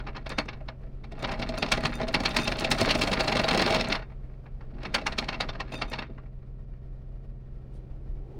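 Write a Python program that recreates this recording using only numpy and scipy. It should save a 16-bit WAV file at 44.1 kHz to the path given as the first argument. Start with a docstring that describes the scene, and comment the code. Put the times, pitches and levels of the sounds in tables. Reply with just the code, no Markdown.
"""In a calm bay, on the foredeck of an idling boat, an anchor chain runs out over the bow in three bursts.
Links clank on windlass and bow roller: bursts of noise ring through coloured bodies, with short sine notes.
Loose links clink with bell-like modes; the chain drags and rattles as streams of random knocks.
Behind lie the throbbing orders of two diesels, a pump, a wash of exhaust, water and air, two deep swells,
one jacket swish and a dull gust that gets up on the microphone near the end."""
import sys
import numpy as np
from scipy import signal
from scipy.fft import rfft, irfft, next_fast_len
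from scipy.io import wavfile
from scipy.ndimage import uniform_filter1d

SR = 44100
rng = np.random.default_rng(int(sys.argv[2]) if len(sys.argv) > 2 else 0)


def log_audio(samples):
    """Write samples as a 16-bit WAV file to the path given in sys.argv[1]."""
    # one column per channel
    frames = np.atleast_2d(samples).T
    # limit to full scale, then quantise
    limited = np.clip(frames, -1, 1)
    pcm = np.round(limited * 32767).astype(np.int16)
    wavfile.write(sys.argv[1], SR, pcm)


N = 369999
TAPS = 8192  # length of a body's response and of one clank, in samples
T = np.arange(N) / SR
HZ = np.fft.rfftfreq(TAPS, 1 / SR)

# links striking windlass and bow roller: start_s, blow_db, then relative to the blow clang_db (high),
# edge_db (hard), boom_db (deck), song_db (windlass); pitch_hz of the link's own note
CLANKS = [(0.004, -41.5, -9, -50, -4, -12, 1490), (0.073, -36, -11, -46, -16, -13, 1250),
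          (0.089, -40.5, -16, -44, -9, -4, 1230), (0.155, -39, -17, -42, -4, -21, 2660),
          (0.169, -37.5, -5, -35, -7, -22, 1900), (0.267, -36, -6.5, -29, -11, -6, 2270),
          (0.304, -36.5, -5.5, -23, -4, -6, 1846), (0.322, -35, -8.5, -38, -5.5, -15, 1860),
          (0.389, -21.5, -3, -24.5, -5, -8, 4250), (0.459, -52, -20, -17, 10, -5, 1350),
          (0.4895, -34, -4.5, -38, -7, -22, 2220), (0.535, -43.5, -7.5, -46, -4, -5, 2260),
          (0.575, -59, -20, -35, 7, -4, 1200), (0.61, -51, -19, -40, 1, 7, 1180),
          (0.689, -36, -6, -37, -8, -4, 1200), (0.838, -56, -15, -38, 4, 3, 1200),
          (0.871, -62.5, -20, -33, 16, -16, 1280), (1.044, -45, -8, -27, -18, -23, 2340),
          (1.123, -48.5, -3, -17, 5, 7, 3550), (1.229, -40, -3, -17, 8, 4, 2220),
          (1.247, -27, -4.5, -43, -13, -6.5, 2270), (1.278, -42, -12, -21, 0, -13, 2360),
          (1.293, -32.5, -10, -36, -6, -1.5, 2340), (1.32, -33, -6.5, -20.5, -11, -2, 1220),
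          (1.341, -37.5, -9, -48, -13, 2, 2160), (1.358, -60, -14, -35, 2, 1, 1240),
          (1.398, -40.5, -3, -14, 7, 7, 2230), (1.426, -30.5, -1.5, -34, -9, -7, 2160),
          (1.493, -42, 4, -9, 9.5, 12, 2720), (1.543, -36.5, -7.5, -38, -6.5, 2.5, 1260),
          (1.579, -35, -3, -15.5, 0, 7, 4520), (1.629, -25.5, 1, -25.5, -3.5, -2, 1770),
          (1.665, -36, -6.5, -23.5, -15, -22, 2030), (1.69, -42, 1, -16.5, 1, -2, 2670),
          (1.723, -20.5, 0, -11.5, -7.5, -9, 2620), (1.739, -38.5, -1.5, -21.5, -13, -13, 2200),
          (1.75, -39.5, -5, -30, -6, -15, 1240), (1.777, -34, -4.5, -19, 1.5, 5, 1990),
          (1.811, -43, -4, -42, -8, -18, 1950), (1.838, -30.5, -11, -22, 1, -2, 4270),
          (1.857, -23, -2.5, -21, -3.5, -26, 4280), (2.003, -34, -14.5, -30.5, -8, 7, 1400),
          (2.018, -32, -9, -24, 1.5, -7, 1740), (2.034, -46.5, 5, -21, 9.5, 13.5, 2180),
          (2.086, -37, 0.5, -12.5, 0, 7.5, 2340), (2.147, -21, 0.5, -18.5, -5, -19, 2610),
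          (2.167, -40, -14, -32.5, 6, -5, 1410), (2.206, -35, -2.5, -13, 4, 6, 2290),
          (2.239, -33.5, -8.5, -19, -1.5, -16, 2610), (2.259, -24.5, 3, -17.5, -7.5, -24, 2700),
          (2.283, -32.5, -21.5, -42, -6.5, -11, 1890), (2.31, -44.5, 8, -12.5, 0, 9, 3670),
          (2.349, -32.5, -10, -20, -8, -3, 4100), (2.3695, -21.5, 1, -11.5, -6, -9, 4100),
          (2.391, -31, -1.5, -23, 0, -16, 2000), (2.422, -47, 3, -3, 10, 6, 3700),
          (2.457, -45.5, 9, -21, 2.5, -12, 4090), (2.48, -28.5, 2.5, -10.5, -0.5, -1.5, 2280),
          (2.523, -29, -2, -20.5, -4, -14, 2260), (2.559, -48, 8, -36, -9, -20, 2680),
          (2.59, -45.5, 12.5, -5, -7.5, -18, 2700), (2.61, -35, -4, -10.5, -8.5, 4, 2190),
          (2.625, -33, -9, -32.5, 3, -6, 2750), (2.648, -36, 11.5, -8.5, -3, 11.5, 2730),
          (2.718, -22, 1.5, -6.5, -5, -6.5, 4060), (2.787, -42, 7.5, -4, -13, -6, 2700),
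          (2.803, -35.5, 0, -14, 5.5, -3, 2260), (2.815, -29.5, 2, -8, 7.5, 7.5, 2580),
          (2.831, -36.5, -1.5, -29, -3, -10, 1780), (2.86, -32.5, -1.5, -14, -5, 2, 3560),
          (2.879, -29, -9.5, -46, 3, -15, 2360), (2.894, -32, 5, -27, -30.5, -14, 2800),
          (2.911, -23.5, 3, -14, -11, -13, 2670), (2.953, -31, 1, -11, 7, 7, 2540),
          (2.994, -36, -3, -12, -1.5, 8, 5180), (3.02, -26, 3, -9, -27, -21, 4230),
          (3.039, -31, -2, -15.5, 5.5, 2, 4550), (3.077, -29, -1.5, -18.5, -4, 2.5, 2310),
          (3.119, -38, 5.5, -6, 12.5, 11, 4490), (3.135, -24, -3.5, -19, -18, -19, 4320),
          (3.176, -28.5, -12, -44, -2, -9, 1820), (3.198, -32.5, -0.5, -18, -5.5, 5, 2240),
          (3.208, -24, -3, -18, -5.5, -5, 4520), (3.246, -34, -3.5, -16, 1.5, 6.5, 1360),
          (3.282, -25, -1, -19, -4.5, -3, 2610), (3.298, -32, -6, -26, -7.5, -12, 1400),
          (3.326, -25, -2.5, -22, -4, -1, 2700), (3.358, -28.5, -3, -17.5, 1.5, 4.5, 3660),
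          (3.373, -29.5, 0.5, -14, -10, -19.5, 3600), (3.397, -26.5, -1.5, -19, 2.5, 4, 4290),
          (3.443, -28.5, 0, -20, -5, 4.5, 3800), (3.488, -23, -2, -18.5, -21, -8, 4240),
          (3.514, -24, -2.5, -23, -4, -5, 2690), (3.536, -34.5, -1.5, -14.5, -13.5, -14, 2250),
          (3.55, -29.5, 0, -15, 3, 8.5, 2670), (3.579, -28.5, -2.5, -12, 2.5, -25, 1940),
          (3.597, -25, -1, -22, -10.5, 1, 1880), (3.611, -37, -5.5, -18, 3.5, -3, 1220),
          (3.623, -25, -2.5, -18, -5, -8, 2800), (3.645, -40, 0, -25, -10, -5, 2020),
          (3.664, -32.5, 4, -12, -13, 8, 2750), (3.681, -34.5, 1, -20, -4, -6, 1380),
          (3.708, -31, 2, -12, 4.5, 8.5, 2680), (3.727, -28.5, -1.5, -19, -15, 4.5, 3700),
          (3.748, -26.5, 0.5, -14.5, -12, 1, 2600), (3.766, -28.5, -3.5, -22, 1, -12, 2660),
          (3.788, -36, -3, -29, 5, -1, 2900), (3.8, -38.5, 4, -22, -10, 7, 2240),
          (3.812, -33.5, 6.5, -12, -23, -5, 4540), (3.848, -36, 1.5, -22.5, 0, 1, 2570),
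          (3.876, -34, -10, -29.5, -13, -5, 1650), (3.904, -31, -3.5, -24, -10, -7, 2000),
          (3.926, -27, 4, -25, -38, -19, 2760), (3.955, -27, -6, -32.5, -24, -8, 1180),
          (3.996, -43.5, -19, -38, -11, -2, 1200), (4.027, -43, -11, -45, -19, -13, 1415),
          (4.105, -54, -16, -40, -6, -10, 1380), (4.122, -53, -21, -38, -15, -4, 1200),
          (4.24, -60, -19, -39, -3.5, -2, 2080), (4.3, -59, -20, -38, -2, -1, 1410),
          (4.34, -62, -14.5, -38, -6, -6, 1610), (4.465, -48, -20, -44, -13, -14, 1670),
          (4.613, -47.5, -19, -38.5, -14, -12, 1150), (4.835, -44.5, -2, -27, 0.5, 5.5, 2530),
          (4.856, -32, -6, -37, -8, -20, 2630), (4.87, -53, -15, -38, 10, -12, 2680),
          (4.9495, -20.5, -2.5, -15, -12.5, -26, 1760), (4.966, -39, -9, -47, -6, -15, 1400),
          (4.988, -35, -6, -45, -13, -15.5, 1150), (5.018, -49, 0.5, -20, 13, 8, 2750),
          (5.0705, -22, -4, -20, -15.5, -28, 2710), (5.126, -36.5, -2, -22, -11, -3.5, 2610),
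          (5.188, -27, 2, -14.5, -7.5, -17, 4090), (5.228, -36, -17, -43, -5, -5, 1140),
          (5.245, -47.5, 2, -19, 2, 0, 2630), (5.291, -28, -1.5, -26, -8, -7, 2310),
          (5.331, -33.5, -8, -33, -26, -15, 2560), (5.348, -37.5, -2, -35, -8, -11, 2650),
          (5.41, -24.5, -1.5, -21, -24, -36, 4670), (5.434, -37.5, -13, -42, -14, -20, 1200),
          (5.494, -32.5, -3.5, -34, -5, -6, 3610), (5.536, -51, -3, -30, -4, 2, 1400),
          (5.556, -40, -13, -38, -14, -8, 1820), (5.606, -28.5, -5, -29, -16, -15, 1840),
          (5.724, -45.5, -1.5, -20, 4, 3, 2600), (5.744, -36.5, -8, -36, 1, -16, 2660),
          (5.79, -48, -2, -23, 0, -5, 3640), (5.822, -26, -3.5, -29, -11, -9, 2715),
          (5.92, -38.5, -10, -24, 0, -3, 2220), (5.937, -30.5, -3, -31, -12, -17, 4430),
          (5.962, -47, -8, -34, -4, -20, 2010), (5.991, -31, -6, -29, -8.5, -15, 3670),
          (6.025, -35, -9.5, -45, -26, -14, 2610), (6.099, -61, -19, -40, 21, -1, 1240),
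          (6.184, -45.5, -22, -42, -13, -15, 1146), (6.238, -62.5, -18, -38.5, 0, 5, 1410),
          (6.263, -60, -17, -36, 0, 3.5, 1200), (6.43, -62.5, -16.5, -35.5, 9, -6, 1150),
          (6.739, -61, -21, -31, 4.5, -7.5, 1220)]
# overall colour of roller and windlass: frequency_hz, relative level_db
STEEL = [(400, 16.5), (900, -6), (1600, -6.5), (3200, -11.5), (4500, -16), (5400, -21), (6300, -24.5),
         (7600, -32), (8800, -31), (11000, -43), (14000, -53), (15500, -40.5)]
# resonances of roller and windlass: frequency_hz, width_hz, lift_db
STEEL_MODES = [(804, 98, 7.3), (892, 110, 3.6), (1040, 120, 7.2), (950, 35, 3), (1135, 40, -2.5),
               (1220, 146, 7.6), (1383, 48, 7.7), (1469, 43, 5.7), (1600, 80, 3), (1715, 90, 6),
               (1883, 100, 6.6), (2015, 50, 3), (2198, 263, 7.1), (2287, 41, 3.6), (2389, 43, 2.7),
               (2685, 226, 8.3), (2876, 52, 4.2), (2980, 120, -3), (3240, 110, 4.5), (3624, 93, 5.0),
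               (3832, 161, 2.4), (4138, 412, 7.3), (4312, 78, 5.0), (4532, 100, 8.8), (4930, 220, 3),
               (5235, 220, 8), (5490, 160, 4), (5910, 110, 3), (6650, 70, 4), (9600, 200, 3),
               (10850, 110, 4), (12100, 110, 6)]
# overall colour of the foredeck: frequency_hz, relative level_db
DECK = [(40, -22), (75, -9.5), (110, -0.5), (170, 1), (215, 0.5), (300, -4), (400, -3), (700, -15.5),
        (1100, -17.5), (1800, -27), (5000, -70.5)]
# resonances of the windlass on the deck: frequency_hz, width_hz, lift_db
DECK_MODES = [(239.6, 13, 9), (293.3, 7.7, 8), (480.4, 16, -4.5), (523, 30, 4.5), (567, 9.7, 7),
              (636.2, 47, 13), (679, 57, 8), (787, 48, 11), (830, 20, 11.5), (860, 24, 5.5), (1094, 34, 1)]
# colour of link ticking on link: frequency_hz, relative level_db
TICK = [(500, -7.5), (2500, 2.5), (5000, 11), (9000, 12), (13500, 0), (14900, 3.5), (15600, -2)]
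# colour of the deepest rumble: frequency_hz, relative level_db
RUMBLE = [(10, -22.5), (20, -13.5), (27, 2), (36, -4.5), (55, -8), (90, -22.5), (200, -51.5), (600, -91)]
FULL_RUN_DB = -33.5  # drag of a free run


def amp(db):
    """Decibels to gain."""
    return 10 ** (np.asarray(db) / 20)


def unit(x):
    """Scales to rms 1."""
    return x / np.sqrt(np.mean(x ** 2) + 1e-20)


def curve(rows):
    """Joins (s, value) rows by straight lines."""
    return np.interp(T, *np.transpose(rows))


def add(mix, s, sound):
    """Mixes a sound in at time s."""
    start = round(s * SR)
    part, sound = mix[max(start, 0):], sound[max(-start, 0):]
    part[:len(sound)] += sound[:len(part)]


def colour(points, modes=()):
    """Gain over frequency: a smooth slope with resonances shaping it."""
    hz, db = np.transpose(points)
    slope = np.interp(np.log(HZ + 1), np.log(hz), db)
    peaks = sum(lift / (1 + (2 * (HZ - f) / width) ** 2) for f, width, lift in modes)
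    return amp(slope + peaks)


def below(hz):
    """Gain of a smooth crossover low-pass."""
    return 1 / np.sqrt(1 + (HZ / hz) ** 8)


def ring(x, gain):
    """Passes x through a causal (minimum-phase) body of that gain, keeping the power of white noise."""
    cepstrum = irfft(np.log(np.maximum(gain / gain.max(), 1e-5)))
    # folding the cepstrum forward in time makes the response causal
    cepstrum[1:TAPS // 2] *= 2
    cepstrum[TAPS // 2 + 1:] = 0
    response = irfft(np.exp(rfft(cepstrum)))
    return signal.oaconvolve(x, response / np.linalg.norm(response))[:N]


def wander(rate_hz):
    """Random drift of rms 1: noise that fades out above about rate_hz."""
    size = next_fast_len(N, real=True)
    f = np.fft.rfftfreq(size, 1 / SR)
    spectrum = rfft(rng.standard_normal(size)) * np.exp(-(f / rate_hz) ** 2)
    return unit(irfft(spectrum, size)[:N])


def grit(spread_db):
    """Dense micro-impacts of uneven size."""
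    return unit(rng.standard_normal(N) * amp(spread_db * wander(1400)))


def clanks(chatter_db=2):
    """Each link scrapes on, cracks on the steel and chatters briefly; deck, windlass and roller ring."""
    # how boom, song, blow, clang and edge swell and die: head_start_s, rise_s, decay_s,
    # late_tail_db, level_db, micro_impact_unevenness_db, crack_db
    registers = [(.002, 0.003, .011, -6, -0.5, 1.5, -7.5), (.002, 0.0032, .014, -17.5, -3, -0.5, -4.5),
                 (0.002, 0.0055, 0.012, -8.5, -3.14, .5, -6.5),
                 (0.00067, .0047, 0.0074, -20.5, 1.3, 2.5, -8.5), (0.0014, 0.0043, 0.007, -15, 7, 2, -5.5)]
    lead = .03  # s of each excerpt that lie ahead of the strike
    ripple_db = 2.2
    scrape_s, scrape_db = 0.0069, -15.5  # a link scrapes on before it seats itself
    tail_s = 0.023  # the roller rings on after
    # shares of the five registers, low to high, split the power at four crossovers
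    crossovers = [below(hz) ** 4 for hz in (620, 800, 2900, 6500)]
    shares = np.sqrt(np.diff([0 * HZ] + crossovers + [1 + 0 * HZ], axis=0).clip(0))
    deck, steel = colour(DECK, DECK_MODES), colour(STEEL, STEEL_MODES)
    bodies = (deck, deck, steel, steel, steel)
    times, blow, clang, edge, boom, song, _ = np.transpose(CLANKS)
    levels = (blow + boom, blow + song, blow, blow + clang, blow + edge)
    spans = np.round((times[:, None] - lead) * SR).astype(int) + np.arange(TAPS)
    chatter, out = amp(chatter_db * wander(520)), np.zeros(N)
    # every link lands on another spot and favours other resonances
    spot = rng.standard_normal((len(CLANKS), len(HZ)))
    spot = uniform_filter1d(uniform_filter1d(spot, size=60), size=60)
    spot = amp(ripple_db * np.tanh(unit(spot)))
    for register, level, body, share in zip(registers, levels, bodies, shares):
        early_s, rise_s, decay_s, tail_db, trim_db, grit_db, crack_db = register
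        t = np.arange(TAPS) / SR - lead + early_s
        before, after = np.maximum(-t, 0), np.maximum(t, 0)
        scrape = amp(scrape_db) * np.exp(-before / scrape_s)
        attack = np.hypot(np.exp(-(before / rise_s) ** 2), scrape)
        decay = np.hypot(np.exp(-after / decay_s), amp(tail_db) * np.exp(-after / tail_s))
        shape = attack * decay
        weight, gain = np.linalg.norm(shape), body * share
        # the crack is a single impulse at the strike
        crack = amp(crack_db) * weight * np.exp(-2j * np.pi * HZ * lead)
        noise = unit(chatter * grit(grit_db))[spans]
        force = spot * (crack + rfft(shape * noise))
        # every blow brings its body the same energy before its level is set
        force *= weight * np.linalg.norm(gain) / np.linalg.norm(force * gain, axis=1, keepdims=True)
        drive = np.zeros(N)
        for s, db, blow_force in zip(times, level, irfft(force)):
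            add(drive, s - lead, amp(db + trim_db) * blow_force)
        out += ring(drive, gain)
    return out


def link_notes(note_db=-6.5, rise_s=.0008, decay_s=.0085, spread=.022, count=3):
    """A loaded link adds a short note of its own: a cluster of close modes around its pitch."""
    t, out = np.arange(SR // 10) / SR, np.zeros(N)
    shape = (1 - np.exp(-t / rise_s)) * np.exp(-t / decay_s)
    draws = rng.standard_normal((len(CLANKS), 2, count, 1))
    for (s, db, *_, hz), (detune, turn) in zip(CLANKS, draws):
        phase = 2 * np.pi * (hz * (1 + spread * detune) * t + turn)
        modes = np.sin(phase).sum(0) * np.sqrt(2 / count)
        add(out, s - rise_s, amp(db + note_db) * shape * modes)
    return out


def windlass_song(song_hz=642, spread=0.027, song_db=-5, rise_s=0.00496, decay_s=0.017):
    """Each jerk of the chain sets the windlass singing briefly, at a slightly different random pitch."""
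    t, out = np.arange(SR // 5) / SR, np.zeros(N)
    shape = (1 - np.exp(-(t / rise_s) ** 2)) * np.exp(-(t - rise_s) / decay_s)
    draws = rng.standard_normal((len(CLANKS), 2))
    for (s, db, *_, relative_db, _), (detune, turn) in zip(CLANKS, draws):
        tone = np.sqrt(2) * np.sin(2 * np.pi * (song_hz * (1 + spread * detune) * t + turn))
        add(out, s - rise_s, amp(db + relative_db + song_db) * shape * tone)
    return out


def clinks(tick_db=0, tick_s=0.000584, after_db=-17, after_s=0.0083):
    """A sharp tick, then the bell-like modes of a link; no two links are quite alike."""
    # loose links that clink out clearly: start_s, level_db, ring_db (how freely it rings, against level_db)
    loose_links = [(0.294, -38, -0.5), (1.193, -55, 10.5), (1.227, -45, -12), (1.4164, -49.5, 0.5),
                   (1.5848, -33.5, 1), (1.939, -52.5, 18), (2.1293, -47.5, 0), (2.2374, -42, -2.5),
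                   (2.2917, -42, 8.5), (2.3466, -44, 0), (2.3984, -41, 13.5), (2.4331, -37, 6.5),
                   (2.57, -44.5, -4), (2.598, -32, -8), (2.706, -30.5, -1.5), (2.7869, -34, 0.5),
                   (2.81, -27, -1.5), (2.887, -38.5, 9), (2.911, -29, -3), (4.8325, -52.5, 5),
                   (4.87, -64, 7), (5.7225, -48.5, 11), (5.742, -46, 9), (5.7535, -50, 16),
                   (5.7783, -53, 8), (5.83, -65, 3), (5.88, -62, 13.5), (5.9, -44, 4)]
    # modes of one free link: frequency_hz, relative level_db, t60_s
    link_modes = [(2540, 2, 0.064), (3640, -6.5, 0.5), (4740, -13.5, 0.34), (6050, -17.5, 0.35),
                  (6300, -18.5, 0.14), (7100, -17, 0.17), (8880, -25, 0.32), (9100, -20, 0.14),
                  (12200, -33.5, .2), (15500, -40.5, .1)]
    ring_db, detune, uneven_db = -6, .002, 1
    t = np.arange(SR // 3) / SR
    hz, db, t60 = np.transpose(link_modes)[:, :, None]
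    fade = np.exp(-np.log(1000) * t / t60)
    tick = np.exp(-t / tick_s) + amp(after_db) * np.exp(-t / after_s)
    ticks, bells = np.zeros((2, N))
    for s, level_db, free_db in loose_links + stray_clinks():
        pitch, size, turn = rng.standard_normal((3, len(link_modes), 1))
        tones = np.sin(2 * np.pi * (hz * (1 + detune * pitch) * t + turn))
        modes = amp(db + uneven_db * size) * fade * tones
        add(bells, s, amp(level_db + free_db) * modes.sum(0))
        add(ticks, s, amp(level_db) * tick)
    # neighbouring links keep brushing the ringing one and roughen its tone
    touching = .85 + speed_at(T) ** 2 * (.45 * wander(60) + .35 * wander(350))
    return amp(tick_db) * ring(ticks * grit(1.2), colour(TICK)) + amp(ring_db) * touching * bells


def stray_clinks(count=200):
    """Links touch by chance, more often and harder the faster the chain runs: start_s, level_db, ring_db."""
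    per_s, level_db, spread_db, ring_db = 17, -36.5, 5.5, -4.5  # rate and level at speed 1
    place, chance, size = rng.random((count, 3)).T
    times = (np.arange(count) + place) / count * T[-1]
    speed = speed_at(times)
    levels = level_db + spread_db * (2 * size - 1) + 20 * np.log10(speed ** 2)
    touch = chance < per_s * speed ** 4 * T[-1] / count
    return [(s, db, ring_db) for s, db in zip(times[touch], levels[touch])]


def drag_at(s):
    """Drag of the chain in dB, relative to a free run."""
    # how hard the chain runs in its three bursts: time_s, drag_db on the deck
    bursts = [(0, -45.5), (.38, -49.5), (.62, -66), (.85, -63), (1.12, -47), (1.235, -39.5), (1.8, -39),
              (1.92, -36.5), (2.03, -39.5), (2.11, -38.5), (2.2, -37), (2.6, -35.5), (2.68, -34.5),
              (2.85, -32), (3.25, -35.5), (3.7, -31), (3.85, -37.5), (3.95, -33), (4.0, -43), (4.07, -64.5),
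              (4.4, -74), (4.66, -54), (4.8, -43), (5.0, -42.5), (5.45, -41.5), (5.65, -47), (5.74, -40),
              (6.0, -46), (6.15, -50.5), (6.4, -70)]
    return np.interp(s, *np.transpose(bursts)) - FULL_RUN_DB


def speed_at(s):
    """Near 0 when the chain creeps, towards 1 when it runs free."""
    fast_db = -40  # drag above which links fly loose
    return 1 / np.hypot(1, amp(fast_db - FULL_RUN_DB - drag_at(s)))


def knocks(per_s, decay_s, spread_db, bed):
    """A random stream of short bursts over a bed of scraping."""
    chance, size = rng.random(N), rng.uniform(-0.72, 1, N)
    hits = (chance < per_s / SR) * amp(spread_db * size) ** 2
    power = signal.lfilter([1], [1, -np.exp(-2 / (decay_s * SR))], hits)
    return unit(np.sqrt(power / power.mean() + abs(bed)) * grit(2.3))


def running_chain(drag_db=-3.5, sing_db=-5, fizz_db=-21):
    """The chain drums on the foredeck; small knocks rattle the steel, and at speed the windlass sings."""
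    # thin ring of links racing over the roller: frequency_hz, width_hz, lift_db
    shimmer = [(9200, 120, 6), (12000, 130, 10), (15400, 500, 7)]
    rattle_db, rattle_per_drag = -39, 1.8  # level at full run; dB per dB of drag
    heave_db, heave_per_drag = -39.5, 0.64  # the hull heaves under the chain's weight, by the same law
    run_db, speed = drag_at(T), speed_at(T)
    drag = amp(FULL_RUN_DB + run_db)
    rattle = amp(rattle_db + rattle_per_drag * run_db)
    heave = amp(heave_db + heave_per_drag * run_db)
    body, low = colour(DECK, DECK_MODES), below(430)
    deck = ring(knocks(240, 0.009, 4.5, 0.27), body * low)
    windlass = ring(knocks(140, 0.014, 2.3, 0.079), body * np.sqrt(1 - low ** 2))
    # soft knocks are duller than full blows
    light_touch = np.sqrt(1 - below(960) ** 2) * below(7600) / np.hypot(1, HZ / 4000)
    steel = ring(knocks(170, 0.0063, 6.1, 0.061), colour(STEEL, STEEL_MODES) * light_touch)
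    # fast links tick on each other
    bright = colour(TICK, shimmer) * np.sqrt(1 - below(5500) ** 2)
    fizz = ring(knocks(90, 0.0094, 4.5, 0.15), bright)
    hull = unit(ring(rng.standard_normal(N), colour(RUMBLE)))
    rumble = drag * (amp(drag_db) * deck + amp(sing_db) * speed * windlass)
    return rumble + rattle * (steel + amp(fizz_db) * speed ** 2 * fizz) + heave * hull


def machine(lines, hz, fire_s, jitter_s=0.000076, flutter=0.041):
    """Orders of a turning machine that wavers a little; the two lowest peak at fire_s, the rest lag at random."""
    turns = hz * (T - fire_s + jitter_s * wander(1.2))
    lags = rng.random(len(lines))
    orders = 0
    for (k, db), lag in zip(lines, lags):
        orders = orders + amp(db) * np.cos(2 * np.pi * (k * turns + lag * (k > 2)))
    return (1 + flutter * wander(3.5)) * np.sqrt(2) * orders


def engines():
    """Two diesels and a pump; strong lines at 42.9 and 38.1 Hz beat about five times a second."""
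    # lines of the main diesel: multiple of base rate, rms level_db
    main_lines = [(1, -63.5), (2, -53), (3, -53.5), (4, -59.5), (5, -77), (6, -48), (7, -59.5), (9, -60.5),
                  (11, -73), (12, -76), (14, -76.5), (17, -71), (18, -68.5), (21, -76.5), (26, -73),
                  (44, -82.5), (87, -86)]
    # lines of the generator diesel: multiple of base rate, rms level_db
    generator_lines = [(1, -44), (2, -59.5), (8, -71.5), (12, -85)]
    # lines of the pump: multiple of base rate, rms level_db
    pump_lines = [(1, -59.5), (2, -64.5), (4, -71.5), (5, -81.5), (6, -81)]
    diesels = machine(main_lines, 21.44, .020) + machine(generator_lines, 38.1, 0.02)
    return diesels + machine(pump_lines, 112.6, 0, jitter_s=0.00029, flutter=0.34)


def wash(lap_db=1.45):
    """Exhaust, water and light air as coloured noise; a dull gust gets up near the end."""
    # colour of the wash: frequency_hz, relative density_db per Hz
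    wash_colour = [(4, -11), (10, 1.5), (25, 9), (50, 3), (100, -12.5), (200, -16.5), (400, -19),
                   (650, -22.5), (950, -34), (1350, -36.5), (2500, -44.5), (4800, -50), (7000, -60.5),
                   (15000, -66.5)]
    # faint resonances of the engine room: frequency_hz, width_hz, lift_db
    engine_room = [(1110, 37, 5), (1330, 60, 6.5), (1850, 130, 3), (2380, 280, 5), (2880, 40, 4)]
    # slow change of the wash: time_s, change_db
    breeze = [(0, 2.1), (4.7, 2), (6.6, -1), (8.39, 2)]
    # the gust on the microphone: time_s, level_db
    gust_level = [(7.2, -100), (7.7, -55), (8.15, -56.5), (8.39, -43)]
    wash_db = -45.5
    level = amp(wash_db + curve(breeze) + lap_db * wander(26))
    steady = level * ring(rng.standard_normal(N), colour(wash_colour, engine_room))
    gust_colour = colour([(8, 6.0), (25, 18.0), (60, -3.5), (200, -4.0), (370, 5.0), (600, -10.0),
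                          (820, -9.5), (1100, -28.0), (3000, -35), (12000, -55.5)])  # Hz, dB
    return steady + amp(curve(gust_level)) * ring(grit(0.91), gust_colour)


def swells():
    """Brief swells of very deep rumble: low noise under bell-shaped envelopes."""
    # two swells: centre_s, length_s, level_db
    swell_rows = [(1.75, 0.15, -36.5), (8.119, 0.14, -38)]
    level = sum(amp(db) * np.exp(-((T - s) / length_s) ** 2) for s, length_s, db in swell_rows)
    return level * ring(rng.standard_normal(N), colour(RUMBLE))


def jacket(length_s=0.027):
    """A jacket swishes: a short stroke of gritty noise, coloured like smooth cloth."""
    # strokes of the jacket: centre_s, level_db
    strokes = [(7.76, -72)]
    # colour of the cloth: frequency_hz, relative level_db
    cloth = [(1200, -33.5), (3000, 5), (5000, 0.5), (7000, -5), (9500, 0), (13000, -18), (16000, -18)]
    stroke = sum(amp(db) * np.exp(-((T - s) / length_s) ** 2) for s, db in strokes)
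    return ring(stroke * grit(2.87), colour(cloth))


def scene():
    """Everything reaches the microphone from straight ahead, dry: both channels are alike."""
    chain = clanks() + link_notes() + windlass_song() + clinks() + running_chain()
    background = engines() + wash() + swells() + jacket()
    mono = chain + background
    return np.array([mono, mono])


def record(dry):
    """The loudest peaks are rounded off softly below a ceiling; then a low-pass limits the band."""
    ceiling, edge_hz = .31, 15950
    rounded = dry / (1 + (dry / ceiling) ** 4) ** (1 / 4)
    low_pass = signal.firwin(511, edge_hz, window=("kaiser", 9), fs=SR)
    return signal.oaconvolve(rounded, low_pass[None], "same")


dry = scene()
out = record(dry)
log_audio(out)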